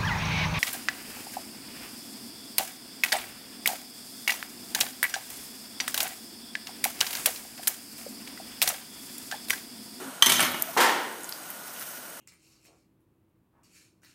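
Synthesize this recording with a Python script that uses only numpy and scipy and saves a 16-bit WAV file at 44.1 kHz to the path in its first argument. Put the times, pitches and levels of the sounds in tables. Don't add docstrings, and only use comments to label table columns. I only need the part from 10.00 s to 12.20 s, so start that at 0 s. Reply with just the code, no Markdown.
import sys
import numpy as np
from scipy import signal
from scipy.fft import rfft, irfft
from scipy.io import wavfile

SR = 44100
rng = np.random.default_rng(int(sys.argv[2]) if len(sys.argv) > 2 else 0)


def persist_wave(psi):
    counts = np.round(np.clip(psi, -1, 1) * 32767).astype(np.int16)
    wavfile.write(sys.argv[1], SR, np.atleast_2d(counts).T)


N = 97020
TIME, FREQ = np.arange(N) / SR, np.fft.rfftfreq(N, 1 / SR)


def amp(db):
    return 10 ** (np.asarray(db) / 20)


def unit(x):
    return x / np.sqrt(np.mean(x ** 2) + 1e-20)


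def read(points, hz):
    f, value = np.transpose(points)
    return np.interp(np.log(hz + 1), np.log(f + 1), value)


def add(mix, s, sound):
    at = round(s * SR)
    sound = sound[max(-at, 0):]
    part = mix[max(at, 0):][:len(sound)]
    part += sound[:len(part)]


def fade(t, t60):
    return np.exp(-np.log(1000) * t / t60)


def noise(gain):
    spectrum = rfft(rng.standard_normal(N)) * gain
    return unit(irfft(spectrum, N))


def burst(colour, t60, hold_s=0, size=8192):
    shape = fade(np.maximum(TIME[:size] - hold_s, 0), t60)
    gain = amp(read(colour, np.fft.rfftfreq(size, 1 / SR)))
    puff = irfft(rfft(rng.standard_normal(size)) * gain) * shape
    return puff * np.linalg.norm(shape) / np.linalg.norm(puff)


def die_away(x, t60s):
    hz, t, bands = signal.stft(x, SR, nperseg=512)
    faded = bands * fade(t, read(t60s, hz)[:, None])
    return signal.istft(faded, SR, nperseg=512)[1][:N]


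def grains(per_s, spread_db, colour):
    present = rng.random(N) < per_s / SR
    size = amp(spread_db * np.minimum(rng.exponential(1, N), 4))
    clicks = present * size * rng.choice([-1, 1], N)
    return unit(irfft(rfft(clicks) * amp(read(colour, FREQ)), N))


def wander(hz):
    return noise(1 / (1 + (FREQ / hz) ** 4))


# f/Hz, t60/s
ROOM_T60 = [(100, 0.79), (300, 0.94), (1000, 0.66), (3000, 0.72), (6000, 0.49), (14000, 0.46)]


def room(x, gap_s=0.0037):
    tail = die_away(rng.standard_normal(N), ROOM_T60) * (TIME > gap_s)
    return signal.fftconvolve(x, tail / np.linalg.norm(tail))[:N]


# t/s, splash level/dB, fizz level/dB
FLOW = [(0, -40.5, -49.5), (.17, -44.5, -53), (.55, -45, -43.5), (.67, -49, -41), (.75, -43.5, -40.5),
        (1.1, -45.5, -48.5), (1.35, -46.5, -45), (1.55, -44.5, -45), (1.68, -45, -45), (1.82, -46, -39.5),
        (1.93, -47, -42), (2.2, -46, -47)]
# f/Hz, relative level/dB per Hz
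SPLASH_COLOUR = [(25, -11), (60, -21), (100, -12.5), (170, -1.5), (260, 2.5), (400, -3.5), (650, 2),
                 (1050, -1), (1500, -1.5), (2200, -9.5), (4000, -10), (12000, -14.5)]
# f/Hz, relative level/dB per Hz
FIZZ_COLOUR = [(500, -7), (2000, 1), (3000, -4.5), (4200, -5), (6000, 1), (7500, -4), (9500, 0.5),
               (12000, 0), (13800, 5), (15200, 2.5)]
# f/Hz, width to half gain on each side/Hz, rms level/dB
WHISTLES = [(1447, 68, -53), (2977, 47, -62.5), (6650, 27, -62.5), (8180, 110, -56), (8600, 80, -60),
            (10560, 170, -56.5), (14200, 200, -82)]
SPRAY_PER_S, SPRAY_DB, SPRAY_SPREAD_DB = 540, -5.5, 0.5
FLICKER_DB, FLICKER_HZ, SWELL_DB, SWELL_HZ = 1.3, 60, 0.32, 15


def water():
    s, splash_db, fizz_db = np.transpose(FLOW)
    spray = grains(SPRAY_PER_S, SPRAY_SPREAD_DB, FIZZ_COLOUR)
    hiss = noise(amp(read(FIZZ_COLOUR, FREQ))) + amp(SPRAY_DB) * spray
    fizz = amp(np.interp(TIME, s, fizz_db) + FLICKER_DB * wander(FLICKER_HZ)) * hiss
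    splash_level = amp(np.interp(TIME, s, splash_db) + SWELL_DB * wander(SWELL_HZ))
    splash = splash_level * noise(amp(read(SPLASH_COLOUR, FREQ)))
    whistles = sum(amp(db) * noise(1 / (1 + ((FREQ - hz) / width) ** 2)) for hz, width, db in WHISTLES)
    return fizz + splash + whistles


# t/s, length/s, f/Hz, rms level/dB
HOLLOWS = [(-.03, 0.088, 402, -47), (-.05, 0.21, 268, -47.5), (.57, 0.096, 652, -50),
           (.65, 0.072, 680, -44)]


def hollows(width_hz=30):
    out = np.zeros(N)
    for s, length, hz, db in HOLLOWS:
        arch = np.hanning(round(length * SR)) ** .5
        tone = noise(1 / (1 + ((FREQ - hz) / width_hz) ** 2))[:len(arch)]
        add(out, s, amp(db) * unit(arch * tone))
    return out


DETUNE, RING_ATTACK_S = .003, 0.001


def rung(modes, db_of):
    t = TIME[:SR // 2]
    turns = (1 + DETUNE * rng.standard_normal()) * t
    waves = sum(amp(db + db_of(hz)) * fade(t, t60) * np.sin(2 * np.pi * hz * turns) for hz, db, t60 in modes)
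    return waves * np.minimum(t / RING_ATTACK_S, 1)


# t/s, then level/dB of thud, knock, cup clink, cup upper ring, crack, second dish
CONTACTS = [(0.2231, -41, -20, -1, -9, -16.5, -32), (0.2603, -35.5, -27.5, -15, -11.5, -17.5, -32),
            (0.2668, -28.5, -26, -15, -11, -49, -25), (0.2825, -31, -30, -22, -45, -43, -45),
            (0.2933, -39, -29.5, -29, -39, -21.5, -19), (0.2982, -35.5, -29, -32, -33, -20, -14),
            (0.3192, -27.5, -25, -16.5, -30, -16.5, -20), (0.3381, -36.5, -44, -42, -22, -27, -30),
            (0.3660, -41, -40, -35, -23, -34, -45), (0.3818, -39, -36, -22, -34, -34, -33),
            (0.3925, -34, -19, -43, -35, -37, -19.5), (0.4035, -34.5, -33.5, -20.5, -38, -22, -13),
            (0.4128, -30.5, -37, -27, -23, -37, -25), (0.4247, -30.5, -24.5, -30, -36, -21.5, -26),
            (0.4318, -31, -27.5, -30, -36, -33, -33), (0.4480, -38.5, -42, -35, -28, -28.5, -49),
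            (0.5422, -41.5, -31, -36, -50, -37, -43)]
# f/Hz, relative level/dB, t60/s
CUP_MODES = [(1150, -15.5, 0.042), (2306, -21, 0.063), (3185, -22, 0.06), (3117, -6.5, 0.069),
             (3204, -6.5, 0.043), (3300, -7.5, 0.014), (3950, -12, 0.029), (5135, -14, 0.018),
             (5910, -11, 0.039), (6224, -3, 0.046), (8600, -7, 0.024), (10100, -11, 0.021),
             (14800, -8, .025), (15200, -17, .03)]
UPPER_HZ = 5500
# f/Hz, relative level/dB, t60/s
DISH_MODES = [(631, -21.5, 0.18), (1115, -18, 0.16), (1337, -18.5, 0.14), (2276, -10, 0.087),
              (2990, -10, 0.087), (3690, -14, 0.023), (7560, -9, 0.022), (8330, -6, 0.031),
              (9370, -8, 0.028), (10770, -5.5, 0.027)]
# f/Hz, relative level/dB per Hz
THUD_COLOUR = [(30, -42), (60, -39), (85, -8), (140, -8), (260, 7), (420, -9.5), (800, -16), (3000, -60)]
KNOCK_COLOUR = [(150, -49), (450, -14.5), (650, -4.5), (1150, 0.5), (1600, -2.5), (2200, -1.5),
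                (3500, -11.5), (8000, -39)]
CRACK_COLOUR = [(400, -44), (1800, -5), (3700, 1.5), (4700, -1), (7000, -2), (8500, -3), (10500, -0.5),
                (12500, -1), (15000, -3)]
THUD_T60, KNOCK_T60, CRACK_T60 = 0.063, 0.024, 0.028
CONTACT_RISE_S, CONTACT_HOLD_S = 0.0018, 0.0042
RING_ROOM_DB, CONTACT_ROOM_DB = -10.5, -.5


def clatter():
    ring, contact = np.zeros(N), np.zeros(N)
    for s, thud_db, knock_db, clink_db, upper_db, crack_db, dish_db in CONTACTS:
        add(ring, s, rung(CUP_MODES, lambda hz: upper_db if hz > UPPER_HZ else clink_db))
        add(ring, s, rung(DISH_MODES, lambda hz: dish_db))
        thud = amp(thud_db) * burst(THUD_COLOUR, THUD_T60)
        knock = amp(knock_db) * burst(KNOCK_COLOUR, KNOCK_T60, CONTACT_HOLD_S)
        crack = amp(crack_db) * burst(CRACK_COLOUR, CRACK_T60, CONTACT_HOLD_S)
        blow = thud + knock + crack
        add(contact, s, blow * np.minimum(TIME[:len(blow)] / CONTACT_RISE_S, 1))
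    return ring + contact + room(amp(RING_ROOM_DB) * ring + amp(CONTACT_ROOM_DB) * contact)


# t/s, level/dB
SCRAPE_LEVEL = [(.262, -50), (.29, -29.5), (.34, -32), (.385, -31), (.43, -33), (.50, -58), (.56, -64)]
# f/Hz, relative level/dB per Hz
SCRAPE_COLOUR = [(300, -15), (900, 0), (2000, -4), (3200, 14), (4600, 0), (6200, 7), (7500, -8),
                 (15000, -4)]
SCRAPE_PER_S = 820


def scrape(spread_db=2, basin_t60=.02):
    s, db = np.transpose(SCRAPE_LEVEL)
    slips = grains(SCRAPE_PER_S, spread_db, SCRAPE_COLOUR)
    basin = rng.standard_normal(N) * fade(TIME, basin_t60)
    smeared = unit(signal.fftconvolve(slips, basin)[:N])
    return smeared * np.interp(TIME, s, amp(db), left=0, right=0)


# t/s, level/dB, f/Hz, t60/s
DROPS = [(.517, -29, 13100, 0.023), (.597, -35, 11700, 0.077), (1.234, -31.5, 9700, 0.016),
         (1.244, -34, 6850, 0.016), (1.2914, -30.5, 12700, 0.036), (1.292, -36.5, 4300, 0.027),
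         (1.3244, -29.5, 5070, 0.017), (1.5024, -30, 12900, 0.035), (1.503, -47, 2730, 0.035),
         (1.679, -37.5, 11500, 0.027), (1.762, -44, 2940, .06), (1.796, -35.5, 10800, 0.042),
         (1.817, -40.5, 1590, 0.066), (1.822, -44.5, 2940, 0.087), (1.889, -33.5, 9800, 0.023)]
DROP_ROOM_DB = -7


def drops(width=0.23):
    out = np.zeros(N)
    for s, db, hz, t60 in DROPS:
        band = noise(1 / (1 + (np.log((FREQ + 1) / hz) / width) ** 2))
        add(out, s, amp(db) * band * fade(TIME, t60))
    return out + amp(DROP_ROOM_DB) * room(out)


# f/Hz, level/dB, t60/s
TICK_MODES = [(13200, -1.5, 0.002), (8000, -8.5, .0014)]
# f/Hz, relative level/dB per Hz
TICK_COLOUR = [(500, -26), (3000, -27), (6000, -20), (8200, -5), (10000, -12), (13000, -6), (15000, -10)]
TICK_S, TICK_RISE_S = .6229, 0.00012
TICK_TAIL_DB, TICK_TAIL_T60 = -18.5, .022


def tick(room_db=-18):
    out = np.zeros(N)
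    ping = sum(amp(db) * fade(TIME, t60) * np.sin(2 * np.pi * hz * TIME) for hz, db, t60 in TICK_MODES)
    add(out, TICK_S, ping * np.minimum(TIME / TICK_RISE_S, 1))
    add(out, TICK_S, amp(TICK_TAIL_DB) * burst(TICK_COLOUR, TICK_TAIL_T60))
    return out + amp(room_db) * room(out)


# t/s, level/dB, f/Hz above which it is dull
BLOWS = [(0.7654, -23, 780), (0.7731, -21, 9700), (0.8031, -19, 13700)]
# f/Hz, relative level/dB per Hz
BANG_COLOUR = [(40, -60), (90, -40), (150, -26), (210, -14), (340, -6), (600, -6.5), (780, 0), (950, 3.5),
               (1220, -3), (1500, 0.5), (1850, 2.5), (2450, -6), (3150, -3), (3800, -8), (7800, -11.5),
               (15000, -10.5)]
# f/Hz, t60/s
BANG_T60 = [(100, 0.67), (260, 1.27), (700, 0.89), (1840, 0.83), (4850, 0.69), (12800, 0.42)]
# f/Hz, level/dB before their shared gain
ECHO_TONES = [(350, -40), (489, -42), (512, -39.5), (653, -53), (783, -39), (896, -36.5), (918, -38),
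              (1011, -42), (1045, -37.5), (1324, -38), (1344, -38), (1757, -43), (1849, -37.5),
              (2065, -42.5)]
ECHO_TONES_DB, ECHO_TONES_T60 = 10.5, 0.77


def bang(rise_s=0.00067, tones_rise_s=0.049):
    out = np.zeros(N)
    for s, db, dull_hz in BLOWS:
        wash = noise(amp(read(BANG_COLOUR, FREQ)) / np.hypot(1, (FREQ / dull_hz) ** 2))
        add(out, s, amp(db) * die_away(wash, BANG_T60) * np.minimum(TIME / rise_s, 1))
    tones = sum(amp(db) * np.sin(2 * np.pi * (hz * TIME + rng.random())) for hz, db in ECHO_TONES)
    tones_shape = fade(TIME, ECHO_TONES_T60) * np.minimum(TIME / tones_rise_s, 1)
    add(out, BLOWS[0][0], amp(ECHO_TONES_DB) * tones * tones_shape)
    return out


def scene():
    return (water() + hollows() + clatter() + scrape() + drops() + tick() + bang())[None]


LOW_CUT_HZ, EDGE_HZ = 89, 15300


def record(dry, ceiling=.95):
    clipped = np.clip(dry, -ceiling, ceiling)
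    bass_cut = signal.butter(3, LOW_CUT_HZ, "high", fs=SR, output="sos")
    thin = signal.sosfilt(bass_cut, clipped)
    treble_cut = signal.firwin(801, EDGE_HZ, window=("kaiser", 8), fs=SR)
    return signal.oaconvolve(thin, treble_cut[None], "same")


dry = scene()
out = record(dry)
persist_wave(out)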